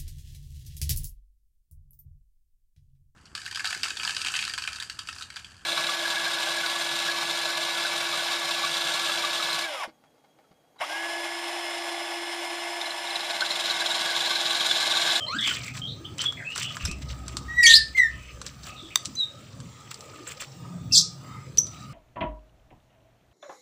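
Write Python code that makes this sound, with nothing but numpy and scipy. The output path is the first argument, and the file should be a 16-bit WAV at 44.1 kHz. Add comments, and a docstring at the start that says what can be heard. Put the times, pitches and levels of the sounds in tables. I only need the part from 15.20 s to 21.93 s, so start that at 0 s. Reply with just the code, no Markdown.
"""First come distant bird chirps and a rising squeal, while grit crunches and snaps on a dirt yard.
Then two mynas, foraging close to a hand-held phone, chip, whistle, squawk, screech and rasp.
Each call comes from a vibrating membrane in the bird's voice box; uneven flutter makes it harsh.
Something hard clacks once, a shifting grip bumps the phone, and low hums sound in the distance.
The ground and the house walls return a short echo."""
import sys
import numpy as np
from scipy import signal
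from scipy.fft import rfft, irfft, next_fast_len
from scipy.io import wavfile
from scipy.ndimage import uniform_filter1d, minimum_filter1d, map_coordinates

SR = 44100
rng = np.random.default_rng(int(sys.argv[2]) if len(sys.argv) > 2 else 0)


def materialize(psi):
    """Save the field psi as 16-bit PCM at rate SR to the path in sys.argv[1].

    A 1-D psi becomes a single channel; in a 2-D psi each row is a channel.
    """
    bounded = np.clip(np.atleast_2d(psi).T, -1, 1)
    quanta = np.round(bounded * 32767).astype(np.int16)
    wavfile.write(sys.argv[1], SR, quanta)


N = 296793

# Levels are relative: the functions scale them further. Roughness runs from pure (0) to harsh (1).
# Whistles that arch up and down: (start [s], rise [s], fall [s], start pitch [Hz], top pitch [Hz],
# end pitch [Hz], peak [dB], lead-in below peak [dB], push to peak [s], overtones [dB], roughness [0-1])
MYNA_WHISTLES = [(2.28, .108, .229, 1882, 1946, 1775, -14.5, 17.5, 0.065, 0.5, 0.06),
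                 (2.746, 0.019, .116, 2070, 2139, 1787, -15.5, 11.5, 0.011, 1, .1),
                 (3.959, 0.0268, 0.0665, 3950, 4020, 3710, -24, 12.5, 0.035, -11, 0.09)]
# Harsh calls, each one unbroken note: (time [s], pitch [Hz], level [dB], roughness [0-1])
SQUAWK_NOTE = [(2.428, 2590, -28, 0.95), (2.438, 2424, -18, 0.32), (2.452, 2230, -18.5, .1),
               (2.466, 2270, -6, 0.17)]
SCREECH_NOTE = [(2.464, 3270, -14, .42), (2.49, 3290, -18.5, .5), (2.505, 3796, -14.5, 0.82),
                (2.532, 3700, -19.5, .9), (2.543, 4210, -5, .33), (2.553, 4350, -15.5, .25),
                (2.557, 5220, -12.5, 0.37), (2.566, 4855, -13, 0.53), (2.58, 4670, -21, .25)]
RASP_NOTE = [(5.722, 5400, -22, 0.44), (5.732, 5450, -17, .52), (5.752, 4500, -15, 0.56),
             (5.763, 3900, -19, .75), (5.782, 5720, -12, .85), (5.805, 5350, -25, 0.78),
             (5.82, 5530, -25, .98)]
RASP_HIGH_NOTE = [(5.744, 6900, -29, .55), (5.756, 7000, -19.5, 0.6), (5.79, 6700, -26.5, 0.67)]
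FAR_SQUEAL_NOTE = [(.06, 827, -53, 0.34), (.12, 1221, -36.5, 0.13), (.165, 1590, -39, 0.31),
                   (.21, 1797, -45.5, 0.51), (.275, 2620, -33.5, .75), (.305, 1662, -43, .7),
                   (.33, 1313, -39, 1.05)]
# Short slides: (start [s], length [s], start pitch [Hz], end pitch [Hz], peak [dB], roughness [0-1])
CHIP_SLIDES = [(1.651, 0.01, 5970, 5000, -27, 0.34), (3.952, 0.009, 6170, 6030, -37, 0.17),
               (5.711, 0.016, 2685, 2740, -40.5, 0.2), (5.728, .03, 2720, 2545, -44, .45),
               (6.3822, 0.01, 5740, 6180, -10.5, 0.04)]
FAR_CHIRP_SLIDES = [(.006, 0.061, 3174, 3085, -31.5, 0.27), (.066, 0.05, 4115, 4210, -33, 0.35),
                    (.185, 0.14, 3494, 3046, -26.5, 0.67), (.365, 0.063, 2500, 2220, -42.5, 0.24),
                    (.43, 0.095, 2030, 2544, -44, 0.75), (.617, 0.067, 3120, 3280, -34.5, .38),
                    (.67, .055, 3650, 3926, -36.5, 0.82), (.845, 0.03, 3120, 3400, -39, 0.62),
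                    (.99, 0.032, 2985, 3180, -28.5, 0.47), (1.045, 0.059, 3410, 3340, -29.5, 0.35),
                    (1.17, 0.073, 2240, 1772, -40.5, 0.82), (1.245, 0.11, 2470, 2940, -37.5, 0.32),
                    (1.415, .1, 3110, 3030, -35.5, 0.74), (1.6, 0.031, 2860, 2576, -37.5, 0.59),
                    (1.67, 0.067, 2400, 2694, -44, .6), (2.9, 0.22, 2764, 2640, -53.5, 0.96),
                    (3.46, 0.12, 2480, 2800, -53, 0.74), (3.56, .14, 3800, 3345, -49, 0.73),
                    (3.705, 0.032, 2646, 2380, -45.5, 1), (6.04, 0.24, 2008, 2144, -58.5, 0.85),
                    (6.53, .14, 3890, 3900, -61, .4)]
# Harmonics, the tones at 1, 2, 3 ... times a call's pitch: (level [dB])
WHISTLE_HARMONICS = [-4, -30, -31.5, -38, -54, -44, -39.5]
SQUAWK_HARMONICS = [0, 5.5, -5, -5.5, -29, -33.5]
SCREECH_HARMONICS = [0, -21.5, -26.5]
RASP_HARMONICS = [0, -25]
CHIP_HARMONICS = [0, -21]
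CHIRP_HARMONICS = [0, -43]
SQUEAL_HARMONICS = [5, -4, -6.5, -18, -10]
# Rushing air in a call: (frequency [Hz], level [dB])
BREATH_SPECTRUM = [(1200, -45.5), (2300, -5), (6500, 5.5), (10000, 1), (13500, -0.5), (16000, -22)]

# Sharp snaps of grit: (time [s], level [dB], low knock compared with the crack [dB])
GRIT_SNAPS = [(0.2099, -28, -14), (0.2744, -16.5, 8), (0.5715, -31, 9), (0.9825, -24, -6),
              (1.017, -18.5, -10), (1.04, -27, 14.5), (1.1234, -33, 11), (1.3597, -21, 9.5),
              (1.3781, -17, -22), (1.4303, -18, -12), (1.5683, -26, 12.5), (1.653, -21.5, 5.5),
              (1.7132, -22, -5.5), (2.0807, -23, -3.5), (2.1689, -17, -4.5), (3.2154, -25.5, 4),
              (3.265, -23.5, -2.5), (3.8507, -26.5, -16), (3.856, -17, -12), (4.4024, -34, 1),
              (4.713, -29, 5), (4.7429, -27, -15), (4.807, -30.5, -11), (5.201, -39, 1), (6.3736, -19, -25),
              (6.4675, -30.5, -4)]
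# One hard clack: (time [s], peak [dB])
CLACK_HITS = [(3.7578, 0)]
# The tones that ring in the clack: (frequency [Hz], width [Hz], level [dB]); wider ones die sooner
CLACK_TONES = [(1200, 190, -12), (2580, 280, -28), (3670, 130, -1.5), (4020, 600, -22), (4630, 160, -6),
               (6070, 290, -1), (7450, 240, -14)]
# Scuffs on the dirt: (start [s], length [s], level [dB])
DIRT_SCUFFS = [(0.202, 0.25, -36), (0.428, 0.1, -41), (0.536, 0.077, -40.5), (0.975, 0.11, -37.5),
               (1.3, 0.049, -46), (1.349, 0.13, -34.5), (1.478, 0.13, -45), (1.602, 0.11, -40.5),
               (1.815, 0.024, -40.5), (1.883, 0.056, -46), (2.05, 0.15, -58.5), (2.765, 0.031, -37),
               (3.24, 0.071, -49), (3.424, 0.094, -44), (4.707, 0.019, -40), (5.063, 0.076, -40.5),
               (5.195, 0.061, -37.5), (6.51, 0.16, -55)]
# Light shuffling under the scuffs: (time [s], level [dB])
SHUFFLE_LEVELS = [(0, -65.5), (2.4, -56.5), (4.6, -59.5), (5.1, -51), (5.6, -69.5)]
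# The tone of crunching dirt: (frequency [Hz], level [dB])
GRIT_SPECTRUM = [(300, -5.5), (800, -8.5), (1250, 6), (1600, 3.5), (2500, 7.5), (5500, 3), (7600, 3.5),
                 (10000, -10.5), (16000, -10)]
# Soft bumps of the hand on the phone: (time [s], pitch [Hz], level [dB])
GRIP_BUMPS = [(0.143, 234, -31.5), (0.27, 269, -41), (1.2, 672, -50), (1.64, 97.6, -24.5),
              (1.67, 318.5, -41), (1.957, 255, -42.5), (2.129, 279, -37.5), (2.2, 474, -52),
              (3.62, 323, -40.5), (3.869, 245, -38)]

# Background loudness: (time [s], rumble level [dB], open-air level [dB])
BACKGROUND_LEVELS = [(0.0, -49.5, -53.5), (0.22, -52, -52), (0.51, -42.5, -56.5), (1.27, -49.5, -53.5),
                     (2.06, -42.5, -52), (2.44, -48.5, -51.5), (2.79, -51.5, -62.5), (3.3, -51.5, -54),
                     (4.16, -52, -58), (4.46, -43.5, -60), (4.68, -53, -53), (5.38, -54, -58),
                     (5.55, -43.5, -53.5), (5.73, -44, -56), (5.98, -48, -55.5), (6.73, -44, -55)]
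# Distant rumble, the murmur of open air, and hiss: (frequency [Hz], level [dB])
RUMBLE_SPECTRUM = [(15, -38), (25, -43), (68, -5), (128, 6), (178, -3), (232, -6.5), (279, -5), (306, -23),
                   (400, -19.5), (520, -44), (880, -120)]
AIR_SPECTRUM = [(150, -61), (250, -10.5), (306, 1), (361, -1), (393, -5.5), (612, -4), (750, -8),
                (1110, -12), (1250, 4.5), (1430, -21), (2500, -16), (3250, -61), (5500, -120)]
HISS_SPECTRUM = [(1500, -1), (2300, -7.5), (3000, -2), (4500, -2.5), (6100, -2.5), (7600, -4), (9000, -11),
                 (13000, -13), (16000, -11.5)]
# Low hums: (start [s], length [s], pitch [Hz], level [dB], rise [s], fade [dB per s])
LOW_HUMS = [(1.63, 2.2, 63.5, -34.5, .01, 9), (5.3, 0.83, 171.6, -38.5, 0.28, 11.5),
            (5.2, 1.4, 136, -45.5, 0.14, 5)]
# Bounces off the ground and the walls: (delay [s], level [dB])
REFLECTIONS = [(.0045, -11), (0.0159, 5), (0.023, -13.5), (.031, -10)]
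# How long the echo lasts: (frequency [Hz], time to fade by 60 dB [s])
ECHO_FADE_TIMES = [(200, .25), (2000, 0.31), (5000, 0.27), (9000, 0.29), (15000, 0.024)]
# How the microphone colours the treble: (frequency [Hz], gain [dB])
MIC_RESPONSE = [(6200, 1), (6700, -4.5), (7500, 5), (8600, -2), (13000, -9), (14200, -9), (15200, 7.5),
                (15900, -24)]


def mynas():
    """Clean, wavering whistles from one side of the voice box, harsh notes from the other."""
    whistles = sum(whistle(*row) for row in MYNA_WHISTLES) * amp(1.5 * wobble(90, N))
    squawk = voice_box([SQUAWK_NOTE], SQUAWK_HARMONICS,
                       flutter_hz=1500, swing=0.11, breath_db=0, edge_s=0.0029)
    screech = voice_box([SCREECH_NOTE, upper_voice(SCREECH_NOTE)], SCREECH_HARMONICS,
                        flutter_hz=2200, swing=0.063, breath_db=-13, edge_s=0.0016)
    rasp = voice_box([RASP_NOTE, RASP_HIGH_NOTE], RASP_HARMONICS,
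                     flutter_hz=3400, swing=0.109, breath_db=-13.5, edge_s=0.0012)
    rasp = filtered(rasp, lambda hz: 1 - 1 / (1 + (hz / 3200) ** 30))  # the beak passes nothing low
    chip_notes = slides(CHIP_SLIDES, rise_share=0.17, swell_db=5, fade_db=1.5, settle=0.95)
    chips = voice_box(chip_notes, CHIP_HARMONICS, flutter_hz=740, swing=0.058, breath_db=0, edge_s=0.0011)
    return whistles + squawk + screech + rasp + chips


def whistle(start, rise, fall, start_hz, top_hz, end_hz, peak_db, lead_db, push, overtones_db, rough):
    """A nearly pure note: it leads in softly, is pushed to its peak, then fades as the pitch sinks."""
    t = np.linspace(0, rise + fall, 128)
    fall_left = np.clip(1 - (t - rise) / fall, 0, 1)
    climbing_hz = start_hz + (top_hz - start_hz) * t / rise
    sinking_hz = end_hz + (top_hz - end_hz) * fall_left ** 1.6
    hz = np.where(t < rise, climbing_hz, sinking_hz)
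    peak_s = rise + 0.02  # loudest just after the highest pitch
    db = peak_db - np.interp(t, [0, peak_s - push, peak_s, rise + fall], [lead_db + 8, lead_db, 0, 12])
    note = np.column_stack([start + t, hz, db, np.full_like(t, rough)])
    harmonics = np.array(WHISTLE_HARMONICS, float)
    harmonics[1:] += overtones_db
    return voice_box([note], harmonics, flutter_hz=600, swing=0.06, breath_db=-36, edge_s=0.005)


def upper_voice(note, pitch_ratio=1.91, rough=0.7):
    """A rough second voice just under an octave higher; it bursts out, weakens and gives out."""
    t = np.linspace(note[0][0], note[-1][0], 64)
    hz = curves(note, t)[0]
    burst_db = 13.5 * np.exp(-((t - t[0]) / 0.024) ** 4)
    fade_db = 16 * np.linspace(0, 1, len(t)) ** 4
    return np.column_stack([t, pitch_ratio * hz, -27.5 + burst_db - fade_db, np.full_like(t, rough)])


def slides(table, rise_share, swell_db, fade_db, settle):
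    """Notes that slide to their end pitch, swelling and then fading."""
    progress = np.linspace(0, 1, 32)
    drop_db = np.interp(progress, [0, rise_share, 1], [swell_db, 0, fade_db])
    notes = []
    for start, length, start_hz, end_hz, db, rough in table:
        t = start + length * progress
        hz = end_hz + (start_hz - end_hz) * (1 - progress) ** settle
        notes.append(np.column_stack([t, hz, db - drop_db, np.full_like(t, rough)]))
    return notes


def voice_box(notes, harmonics, flutter_hz, swing, breath_db, edge_s):
    """A vibrating membrane sings each note; roughness makes its flutter deeper and faster."""
    out = np.zeros(N)
    jitter = lambda at: map_coordinates(rng.standard_normal(4096), [at], mode="mirror")
    for note in notes:
        t = np.arange(note[0][0], max(note[-1][0], note[0][0] + edge_s), 1 / SR)
        soft_edges = np.sin(np.pi / 2 * np.clip(np.minimum(t - t[0], t[-1] - t) / edge_s, 0, 1)) ** 2
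        hz, db, rough = curves(note, t)
        rough = np.clip(rough, 0, 1)
        wavering_hz = hz * (1 + swing * rough * wobble(flutter_hz / 2, len(t)))
        phase = 2 * np.pi * np.cumsum(wavering_hz) / SR
        flutter_clock = np.cumsum(flutter_hz * rough) / SR
        wave = amp(breath_db) * rough * coloured(rng.standard_normal(len(t)), BREATH_SPECTRUM)
        steady = np.sqrt(1 - rough ** 2)
        for k, harmonic_db in enumerate(harmonics, 1):
            clock = flutter_clock * np.sqrt(k)  # higher harmonics flutter faster
            flutter = (jitter(clock) + 1j * jitter(clock)) / np.sqrt(2)  # shakes strength and phase
            wave += amp(harmonic_db) * np.imag((steady + rough * flutter) * np.exp(1j * k * phase))
        add(out, t[0], unit(wave) * soft_edges * amp(db))
    return out


def far_birds():
    """Hoarse chirps and one squeal that climbs and drops, pulsing unevenly across the yard."""
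    notes = slides(FAR_CHIRP_SLIDES, rise_share=0.33, swell_db=3.5, fade_db=4, settle=1.3)
    chirps = voice_box(notes, CHIRP_HARMONICS, flutter_hz=1000, swing=0.046, breath_db=-35, edge_s=0.0017)
    squeal = voice_box([FAR_SQUEAL_NOTE], SQUEAL_HARMONICS,
                       flutter_hz=1100, swing=0.095, breath_db=-15, edge_s=0.0045)
    pulsing = amp(3.5 * wobble(170, N))
    return pulsing * (amp(-2) * chirps + amp(1.5) * squeal)


def snaps():
    """Grit snaps: each burst of noise gives a bright crack and a lower knock."""
    out, t = np.zeros(N), np.arange(SR // 16) / SR
    fade = amp(-60 * t / 0.011) + amp(-7 - 60 * t / 0.075)  # a fast drop and a softer tail
    for start, db, knock_db in GRIT_SNAPS:
        burst = rng.standard_normal(len(t)) * fade
        crack = passed(burst, "band", [3300, 8000])
        knock = passed(burst, "band", [1017, 1660])
        add(out, start, amp(db - 2.5) * (crack + amp(knock_db) * knock))
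    return out


def clack():
    """One hard contact rings a few tones that die away quickly."""
    out, t = np.zeros(N), np.arange(SR // 16) / SR
    for start, db in CLACK_HITS:
        ring = sum(amp(level) * np.sin(2 * np.pi * hz * t) * np.exp(-np.pi * width * t)
                   for hz, width, level in CLACK_TONES)
        crack = rng.standard_normal(len(t)) * amp(-19 - 60 * t / 0.02)
        hit = passed(ring / np.abs(ring).max() + crack, "high", 1100, order=4)  # too small to make bass
        add(out, start, amp(db) * hit / np.abs(hit).max())
    return out


def crunch(grains_per_s=3000):
    """Scuffed dirt: sprays of tiny unequal grains that swell fast and thin out."""
    level = amp(curves(SHUFFLE_LEVELS, np.arange(N) / SR)[0])
    for start, length, db in DIRT_SCUFFS:
        progress = np.linspace(0, 1, round(length * SR))
        add(level, start, amp(db) * np.sin(np.pi * progress ** 0.76))
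    grains = np.zeros(N)
    # Fine grit and coarse pebbles shift in separate clumps, so each band has its own spray.
    for low_hz, high_hz in [(1, 1800), (1800, 3600), (3600, 6500), (6500, SR)]:
        ticks = (rng.random(N) < grains_per_s / SR) * rng.standard_normal(N)
        size_db = 2.7 * np.minimum(rng.exponential(size=N), 4)
        clump_db = 4.07 * wobble(130, N)
        grains += filtered(ticks * amp(size_db + clump_db), lambda hz: (hz >= low_hz) & (hz < high_hz))
    return level * coloured(grains, GRIT_SPECTRUM)


def bumps(rise_s=0.0064, fade_s=0.33):
    """A shifting grip on the phone gives short, dull thuds."""
    out, t = np.zeros(N), np.arange(SR // 6) / SR
    for start, hz, db in GRIP_BUMPS:
        thud = np.sin(2 * np.pi * hz * t + 2.2 * wobble(91.3, len(t)))
        add(out, start, amp(db) * thud * (1 - np.exp(-t / rise_s)) * amp(-60 * t / fade_s))
    return out


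def hums(release_s=0.35):
    """Low, distant tones that swell, waver and die away."""
    out = np.zeros(N)
    for start, length, hz, level_db, rise, fade in LOW_HUMS:
        t = np.arange(0, length, 1 / SR)
        soft_edges = np.clip(np.minimum(t / rise, (length - t) / release_s), 0, 1)
        phase = 2 * np.pi * np.cumsum(hz * (1 + 0.021 * wobble(12, len(t)))) / SR
        db = level_db - fade * np.maximum(t - rise, 0) + 3.9 * wobble(42, len(t))
        add(out, start, soft_edges * amp(db) * np.sin(phase))
    return out


def background():
    """Distant rumble, the murmur of open air and a soft, uneven hiss."""
    rumble_db, air_db = curves(BACKGROUND_LEVELS, np.arange(N) / SR)
    rumble = amp(rumble_db + 1 + 2.3 * wobble(10, N)) * coloured(rng.standard_normal(N), RUMBLE_SPECTRUM)
    air = amp(air_db + 2.5) * coloured(patchy_noise(depth_db=5.5), AIR_SPECTRUM)
    hiss = amp(-55.5 + 0.8 * wobble(6.1, N)) * coloured(patchy_noise(depth_db=4.5), HISS_SPECTRUM)
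    return rumble + air + hiss


def echo(x, early_db, late_db):
    """A few bounces off the ground and walls, then a blurred tail."""
    hz, t, noise = signal.stft(rng.standard_normal(SR // 2), SR, nperseg=256)
    fade = amp(-60 * t / along(ECHO_FADE_TIMES, hz)[:, None])
    tail = signal.istft(noise * fade, SR, nperseg=256)[1]
    response = amp(late_db) * tail / np.linalg.norm(tail)
    for delay, db in REFLECTIONS:
        add(response, delay, amp([early_db + db]))
    return signal.fftconvolve(x, response)[:N]


def patchy_noise(depth_db):
    """Noise whose strength drifts in patches of frequency and time."""
    noise = signal.stft(rng.standard_normal(N), nperseg=1024)[2]
    patches = uniform_filter1d(rng.standard_normal(noise.shape), size=5, axis=0)
    patches = uniform_filter1d(patches, size=14, axis=1)
    return signal.istft(noise * amp(depth_db * unit(patches)), nperseg=1024)[1][:N]


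def wobble(rate, size):
    """A smooth random curve through `rate` points a second."""
    points = np.random.default_rng(rng.integers(1 << 30)).standard_normal(int(size * rate / SR) + 4)
    return map_coordinates(points, [np.arange(size) * rate / SR])


def amp(db):
    """Turn decibels into a multiplier."""
    return 10 ** (np.asarray(db) / 20)


def unit(x):
    """Scale x to an average strength (rms) of 1."""
    return x / np.sqrt(np.mean(x ** 2) + 1e-20)


def along(points, hz):
    """Read (frequency, value) points at hz, with octaves evenly spaced."""
    frequencies, values = np.transpose(points)
    return np.interp(np.log(hz + 1), np.log(frequencies + 1), values)


def curves(rows, t):
    """Read each column after the time column at times t."""
    times, *columns = np.transpose(rows)
    return [np.interp(t, times, column) for column in columns]


def passed(x, kind, hz, order=2):
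    """Keep a band of x, or its high part."""
    return signal.sosfilt(signal.butter(order, hz, kind, fs=SR, output="sos"), x)


def filtered(x, response):
    """Scale each frequency in x by response(hz)."""
    size = next_fast_len(len(x) + SR // 4)
    return irfft(rfft(x, size) * response(np.fft.rfftfreq(size, 1 / SR)), size)[:len(x)]


def coloured(x, spectrum):
    """Shape x with a spectrum table, then scale it to strength 1."""
    return unit(filtered(x, lambda hz: amp(along(spectrum, hz))))


def add(track, start, x):
    """Mix x into the track from `start` seconds."""
    part = track[max(round(start * SR), 0):][:len(x)]
    part += x[:len(part)]


def scene():
    """Mix the yard into one channel; the far birds get the most echo."""
    near, far = mynas(), far_birds()
    ground = snaps() + clack() + crunch()
    air = background() + hums()
    near = near + echo(near, early_db=-17, late_db=-10)
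    far = far + echo(far, early_db=-13.5, late_db=-5.5)
    ground = ground + echo(ground, early_db=-28.5, late_db=-18.5)
    air = amp(-0.5) * air + amp(-26.5) * np.roll(air, round(0.0016 * SR))  # one close reflection
    return (near + far + ground + air + bumps())[None]


def record(dry, top_hz=15900):
    """The microphone colours the treble, a fast limiter holds the peaks, and the very top is cut."""
    x = filtered(dry[0], lambda hz: amp(along(MIC_RESPONSE, hz)))
    needed_gain = 1 / np.maximum(np.abs(x), 1)
    smooth_gain = uniform_filter1d(minimum_filter1d(needed_gain, size=89), size=89)
    return filtered(x * smooth_gain, lambda hz: hz < top_hz)[None]


dry = scene()
out = record(dry)
materialize(out)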